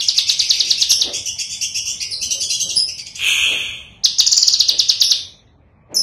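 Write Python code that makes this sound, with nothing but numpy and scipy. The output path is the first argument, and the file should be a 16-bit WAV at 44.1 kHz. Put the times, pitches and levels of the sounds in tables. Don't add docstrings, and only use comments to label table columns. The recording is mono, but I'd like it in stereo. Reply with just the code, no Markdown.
import sys
import numpy as np
from scipy import signal
from scipy.io import wavfile
from scipy.ndimage import uniform_filter1d

SR = 44100
rng = np.random.default_rng(int(sys.argv[2]) if len(sys.argv) > 2 else 0)


def convert_level_to_amplitude(level_db):
    exponent = np.asarray(level_db, float) / 20
    return 10 ** exponent


def unload_audio(sound):
    columns = np.transpose(np.atleast_2d(sound))
    steps = np.round(np.clip(columns, -1, 1) * 32767)
    wavfile.write(sys.argv[1], SR, steps.astype(np.int16))


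N = 265482


def rms_one(x):
    return x / np.sqrt(np.mean(x ** 2) + 1e-20)


def in_time(rows):
    s, *columns = np.transpose(rows)
    return [np.interp(np.arange(N) / SR, s, c) for c in columns]


def at_hz(points, hz):
    points_hz, values = np.transpose(points)
    return np.interp(np.log(hz), np.log(points_hz), values)


def drift(rate_hz):
    r = np.exp(-2 * np.pi * rate_hz / SR)
    wander = signal.lfilter([1], [1, -2 * r, r * r], rng.standard_normal(N + SR))
    return rms_one(wander[SR:])


def add(out, s, sound):
    i = max(round(s * SR), 0)
    out[i:i + len(sound)] += sound[:N - i]


def band_pass(x, low_hz, high_hz, order=2):
    return signal.sosfilt(signal.butter(order, [low_hz, high_hz], "band", fs=SR, output="sos"), x)


def resonances(x, modes):
    out = 0
    for k, (hz, width_hz, db) in enumerate(modes):
        r = np.exp(-np.pi * width_hz / SR)
        b = [(1 - r * r) / 2, 0, (r * r - 1) / 2]
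        a = [1, -2 * r * np.cos(2 * np.pi * hz / SR), r * r]
        peak = signal.lfilter(b, a, signal.lfilter(b, a, x))
        out = out + (-1) ** k * convert_level_to_amplitude(db) * peak
    return rms_one(out)


def banded_noise(spectrum, patchy_db):
    # (frequency [Hz], correlation [-1..1])
    likeness = [(40, 0.97), (250, 0.78), (1000, 0.2), (4000, .1)]
    out, edges_hz = 0, 20 * 2 ** np.arange(0, 9.1, .5)
    white = rng.standard_normal((2, 2, N))
    for k, (low_hz, high_hz) in enumerate(zip(edges_hz, edges_hz[1:])):
        mid, side = band_pass(white[k % 2], low_hz, high_hz)
        centre_hz = np.sqrt(low_hz * high_hz)
        alike = np.clip(at_hz(likeness, centre_hz), -1, 1)
        gain = convert_level_to_amplitude(at_hz(spectrum, centre_hz) + patchy_db * drift(9.3))
        out = out + gain * (np.sqrt(1 + alike) * mid + np.sqrt(1 - alike) * side * [[1], [-1]])
    return rms_one(out)


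def porch(x, direct_db, wet_db, left_db, lag_s, gap_s, tilt_db=0):
    # (frequency [Hz], time to fall 60 dB [s])
    t60 = [(1500, 0.56), (3000, 0.42), (6000, .38), (12000, 0.33)]
    t, tail = np.arange(SR) / SR, 0
    edges_hz = 300 * 2 ** np.arange(0, 6.1, .75)
    white = rng.standard_normal((2, SR))
    for low_hz, high_hz in zip(edges_hz, edges_hz[1:]):
        hz = np.sqrt(low_hz * high_hz)
        decay = convert_level_to_amplitude(tilt_db * np.log2(hz / 4000) - 60 * t / at_hz(t60, hz))
        tail = tail + band_pass(white, low_hz, high_hz) * decay
    tail = tail * np.clip(t / gap_s, 0, 1)
    tail = tail / np.sqrt(np.sum(tail ** 2) / 2)
    wet = signal.fftconvolve(x[None], tail, axes=1)[:, :N]
    lagged = np.interp(np.arange(N) - lag_s * SR, np.arange(N), x)
    pan = convert_level_to_amplitude(np.array([[left_db], [-left_db]]) / 2)
    return (convert_level_to_amplitude(direct_db) * np.array([x, lagged]) + convert_level_to_amplitude(wet_db) * wet) * pan


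def gliding_notes(rows, partials, settle, attack_s):
    out, tremble, flutter = np.zeros(N), 1.4 * np.tanh(drift(300.0)), np.tanh(drift(450.0))
    for s, from_hz, to_hz, length_s, db, wobble in rows:
        t, i = np.arange(round(length_s * SR)) / SR, round(s * SR)
        glide = 1 - np.exp(-t / (settle * length_s))
        pitch_hz = (from_hz + (to_hz - from_hz) * glide) * (1 + wobble * tremble[i:i + len(t)])
        phase = 2 * np.pi * np.cumsum(pitch_hz) / SR
        shape = np.clip(t / attack_s, 0, 1) * np.clip((length_s - t) / (0.1 * length_s), 0, 1)
        rough = convert_level_to_amplitude(45.0 * wobble * flutter[i:i + len(t)])
        tone = sum(convert_level_to_amplitude(d) * np.sin(k * phase) for k, d in partials)
        add(out, s, convert_level_to_amplitude(db) * shape * rough * tone)
    return out


def near_bird():
    # (time of highest pitch [s], top pitch [Hz], length of the fall [s],
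    # peak level [dB], level at the top re peak [dB])
    first_phrase = [(-0.01, 6800, .024, -9, -14), (0.079, 7200, 0.018, -3, -11),
                    (0.173, 6900, 0.019, -1.5, -14), (0.284, 7200, 0.02, -3.5, -11.5),
                    (0.39, 7005, 0.019, -3.5, -11), (0.497, 6760, 0.021, -1, -9),
                    (0.596, 6700, 0.019, -1.5, -11), (0.702, 6750, 0.018, -1.5, -11),
                    (0.812, 6750, 0.019, -2, -11), (0.904, 6600, 0.019, -4.5, -6),
                    (1.008, 6500, 0.018, -1.5, -11)]
    second_phrase = [(4.044, 6600, 0.019, -2.5, -5.5), (4.19, 6990, 0.021, -1.5, -4),
                     (4.27, 7000, 0.011, -1, -3), (4.321, 7190, 0.014, -1, -4), (4.372, 7250, 0.012, 0, -4),
                     (4.422, 7050, 0.014, -1, -5), (4.475, 7050, 0.014, 0, -7),
                     (4.531, 6900, 0.015, -1, -8), (4.596, 6800, 0.018, 0, -12),
                     (4.683, 6660, 0.017, 0, -12), (4.788, 6855, 0.018, 0, -13),
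                     (4.889, 6710, 0.017, 0, -11), (5.007, 6840, 0.02, 0, -9), (5.107, 6600, 0.018, 0, -10)]
    end_hz, upstroke_s, rounding_s = 1900, .007, .0025
    full_length_s, clipped_db_per_s = .016, 2500
    out, uneven = np.zeros(N), drift(330.0)
    breath = band_pass(rng.standard_normal(N), 1300, 9000, order=1)
    for s, top_hz, length_s, db, top_db in list(first_phrase) + list(second_phrase):
        fall_s = .005 + .45 * length_s
        t = np.arange(-round(.011 * SR), round((length_s + .015) * SR)) / SR
        away_s = np.sqrt(t ** 2 + rounding_s ** 2) - rounding_s
        shape = np.exp(-away_s / np.where(t < 0, upstroke_s, fall_s))
        phase = 2 * np.pi * np.cumsum(end_hz + (top_hz - end_hz) * shape) / SR
        tail_db = -10 - clipped_db_per_s * max(full_length_s - length_s, 0)
        moments_s = [t[0], t[0] + .002, -.004, .002,
                     .35 * length_s, .65 * length_s, length_s - .003, length_s, t[-1]]
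        levels_db = [-70, 1.6 * top_db - 15, 1.5 * top_db - 1.5, top_db,
                     .5 * top_db, -.6, -.4, tail_db, tail_db - 16]
        start = round(abs(s) * SR)
        air = slice(start, start + len(t))
        gain = convert_level_to_amplitude(db + np.interp(t, moments_s, levels_db) + 2.3 * uneven[air])
        chirp = gain * (np.sin(phase) + convert_level_to_amplitude(-33) * np.sin(2 * phase))
        chirp += gain * convert_level_to_amplitude(-24) * breath[air]
        add(out, s + t[0], chirp[max(0, -round((s + t[0]) * SR)):])
    return out


def far_bird():
    # (time [s], end pitch [Hz], length [s], level [dB])
    chatter = [(0.002, 2912, 0.047, -22), (0.14, 2784, 0.059, -24), (0.265, 2900, 0.068, -21.5),
               (0.39, 2830, 0.068, -22.5), (0.52, 2786, 0.059, -24), (0.645, 2930, 0.065, -26),
               (0.775, 3017, 0.05, -21), (0.89, 3214, 0.039, -17), (1.13, 3150, .045, -23.5),
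               (1.255, 3167, 0.043, -21.5), (1.383, 3095, 0.04, -22.5), (1.493, 3177, 0.057, -28.5),
               (1.608, 3070, 0.044, -19), (1.743, 3090, 0.049, -19.5), (1.853, 3200, 0.061, -22.5),
               (2.0, 2728, 0.034, -20.5), (2.212, 3170, 0.04, -20.5), (2.303, 3100, 0.031, -17.5),
               (2.403, 3303, 0.055, -21.5), (2.495, 3206, 0.063, -20.5), (2.597, 3313, 0.037, -17.5),
               (2.688, 3217, 0.028, -22), (2.79, 3100, 0.024, -31), (2.882, 2813, 0.016, -19.5),
               (2.978, 2907, 0.022, -29.5), (3.06, 2970, 0.013, -28.5), (3.148, 2880, 0.019, -31.5)]
    # (multiple of pitch [1], level [dB])
    reed = [(1, -1.5), (1.5, -14), (2, 3.7), (2.5, -10), (3, -16), (4, -14)]
    steady_db, tremble_per_db = -13, .012
    rows = []
    for s, hz, length_s, db in chatter:
        wobble = max(tremble_per_db * (steady_db - db), 0)
        if 2.1 < s < 2.75:
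            wobble *= .6
        rows.append((s, .77 * hz, hz, length_s, db, wobble))
    high_pass = signal.butter(6, 2200, "high", fs=SR, output="sos")
    return signal.sosfilt(high_pass, gliding_notes(rows, reed, 0.26, 0.0046))


def street_rumble():
    # (time [s], level [dB])
    swell = [
        (0.0, -49),
        (1.32, -46),
        (2.45, -44.5),
        (3.05, -47.5),
        (3.8, -43),
        (4.15, -47.5),
        (6.02, -50.5),
    ]
    # (frequency [Hz], density [dB per Hz])
    spectrum = [(12, -51), (30, -25), (54, -2.5), (108, -3.5), (133, -9), (171, -7.5), (488, -44),
                (681, -20), (949, -24), (1140, -24.5), (1670, -38), (2150, -25.5), (9000, -101),
                (11700, -95), (19800, -120)]
    return convert_level_to_amplitude(in_time(swell)[0] - 2.0) * banded_noise(spectrum, patchy_db=2.8)


def wing_puffs():
    # (time of peak [s], level [dB], time to rise 20 dB [s], time to fall 20 dB [s])
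    beats = [(.69, -45, .4, .22), (.92, -47, .04, .03), (1.02, -37, .05, .1), (1.09, -31.5, .1, .15),
             (2.36, -48.5, .6, .7), (2.68, -42, .08, .3), (3.22, -46, .06, .8), (3.52, -33.5, .09, .2),
             (4.27, -53, .08, .06), (4.5, -60, .6, .15), (4.74, -38.5, .09, .11), (5.15, -55, .8, .6),
             (5.92, -33, .025, .25)]
    # (frequency [Hz], density [dB per Hz])
    spectrum = [(71, -71), (120, -9.5), (200, -5.5), (363, -2.5), (591, -1), (684, -9), (1640, -25),
                (2200, -14.5), (2860, -71), (4840, -120)]
    t, power, rustle_db = np.arange(N) / SR, 0, -60
    for s, db, rise_s, fall_s in beats:
        power = power + convert_level_to_amplitude(db - 20 * np.maximum((s - t) / rise_s, (t - s) / fall_s)) ** 2
    return np.sqrt(power + convert_level_to_amplitude(rustle_db) ** 2) * banded_noise(spectrum, patchy_db=2.5)


def third_bird():
    # (time [s], start pitch [Hz], end pitch [Hz], length [s], level [dB])
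    chips = [(0.893, 6320, 5185, 0.031, -8.5), (2.108, 5750, 3800, 0.035, -16),
             (2.207, 5450, 3785, 0.026, -18.5), (2.302, 5170, 3530, 0.011, -14),
             (2.397, 5470, 4270, 0.024, -15), (2.492, 5450, 3680, 0.019, -12),
             (2.597, 5300, 3500, .02, -18), (2.688, 5200, 3500, .02, -18.5),
             (2.757, 4750, 5330, 0.016, -3.5), (5.03, 6290, 4950, 0.024, -9.5),
             (5.943, 7190, 5500, 0.008, -8), (5.959, 5150, 5400, 0.014, -5.5),
             (5.963, 5590, 6200, 0.013, -14.5)]
    # (multiple of pitch [1], level [dB])
    partials = [(1, 1.6), (2, -7.5), (3, -35.5)]
    # low, high [Hz]
    dip_hz = [7400, 9700]
    tremble = .021
    voice = gliding_notes([(*row, tremble) for row in chips], partials, 0.46, 0.0012)
    return signal.lfilter(*signal.butter(1, dip_hz, "stop", fs=SR), voice)


def hoots():
    # (time [s], start pitch [Hz], end pitch [Hz], length [s], level [dB])
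    calls = [
        (2.17, 610, 630, .08, -58),
        (2.345, 545, 555, .06, -47),
        (2.42, 550, 580, .12, -56),
        (2.53, 160, 168, .18, -53),
        (2.61, 560, 545, .09, -54),
        (5.77, 1100, 1160, .12, -68),
    ]
    tremble = .008
    return gliding_notes([(*row, tremble) for row in calls], [(1, 0.1)], 0.74, 0.0084)


def rasp():
    # (time [s], level [dB], brightness [dB])
    course = [
        (3.145, -53, -3.5),
        (3.206, -21, -10),
        (3.278, -15, -3),
        (3.51, -17, -9),
        (3.712, -28.5, -12),
        (3.962, -52, -13),
        (4.02, -85.5, -5),
    ]
    # (frequency [Hz], width [Hz], level [dB])
    low_modes = [(2520, 457, 1), (3250, 700, -2), (1860, 580, -24.5), (1200, 1200, -26.5), (4400, 300, -15)]
    high_modes = [(6600, 1000, 11.8), (4180, 120, -7.5), (7900, 910, -2), (10600, 2700, -8),
                  (11200, 880, -12.0), (12960, 3200, -4.5)]
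    level_db, bright_db = in_time(course)
    cycles = np.cumsum(230 * (1 + 0.22 * drift(60.0))) / SR
    pulses = .3 + np.exp(-4.0 * (cycles % 1))
    source = rng.standard_normal(N) * pulses * convert_level_to_amplitude(1.2 * drift(40.0))
    s = np.arange(N) / SR
    sounding = (s > course[0][0]) & (s < course[-1][0])
    voice = resonances(source, low_modes) + convert_level_to_amplitude(bright_db + 1.1) * resonances(source, high_modes)
    return sounding * convert_level_to_amplitude(level_db + 2.5) * voice


def scene():
    near = porch(near_bird(), -0.7, 0.0, left_db=2.8, lag_s=.00019, gap_s=0.003, tilt_db=0.8)
    far = porch(far_bird(), -3.0, 3.0, left_db=1.9, lag_s=0.00017, gap_s=0.0013)
    third = porch(third_bird(), -5.5, 3.17, left_db=1.5, lag_s=.0001, gap_s=0.0051)
    hoot = porch(hoots(), 3.5, -3.0, left_db=-1.7, lag_s=.0001, gap_s=.01)
    scold = porch(rasp(), -2.6, -2.2, left_db=-3.0, lag_s=.00007, gap_s=0.0096)
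    return near + far + street_rumble() + wing_puffs() + third + hoot + scold


def thin_out(x, under_db, slope_db):
    frame = dict(fs=SR, window="cosine", nperseg=2048, noverlap=1024)
    bins = 20
    hz, _, z = signal.stft(x, **frame)
    power = abs(z) ** 2
    level_db = 10 * np.log10(uniform_filter1d(power, size=bins, axis=1)[:, ::bins] + 1e-14)
    steps = np.arange(level_db.shape[1])
    distance = abs(steps[:, None] - steps)[None, :, :, None]
    mask_db = np.max(level_db[:, None] - slope_db * distance, axis=2) - under_db
    luck_db = 8.0 * uniform_filter1d(rng.standard_normal(level_db.shape[1:]), size=3)
    mask_db = np.minimum(mask_db + luck_db, level_db.max(axis=1, keepdims=True) - 6.5)
    mask_db = np.repeat(mask_db, bins, axis=1)[:, :len(hz)]
    rise = np.diff(level_db[:, 4:].max(axis=(0, 1)), prepend=0) > 5
    keep = rise | np.roll(rise, 1) | (10 * np.log10(power + 1e-14) > mask_db) | (hz[:, None] < 1750)
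    return signal.istft(z * keep, **frame)[1][:, :N]


def roll_off(x):
    return signal.sosfilt(signal.butter(12, 15610, fs=SR, output="sos"), x)


def record(dry):
    top_hz = 13600
    low_pass = signal.cheby2(10, 60, top_hz + 500, fs=SR, output="sos")
    thinned = thin_out(signal.sosfilt(low_pass, dry), under_db=0.3, slope_db=7.5)
    return roll_off(np.clip(thinned, -1, 1))


dry = scene()
out = record(dry)
unload_audio(out)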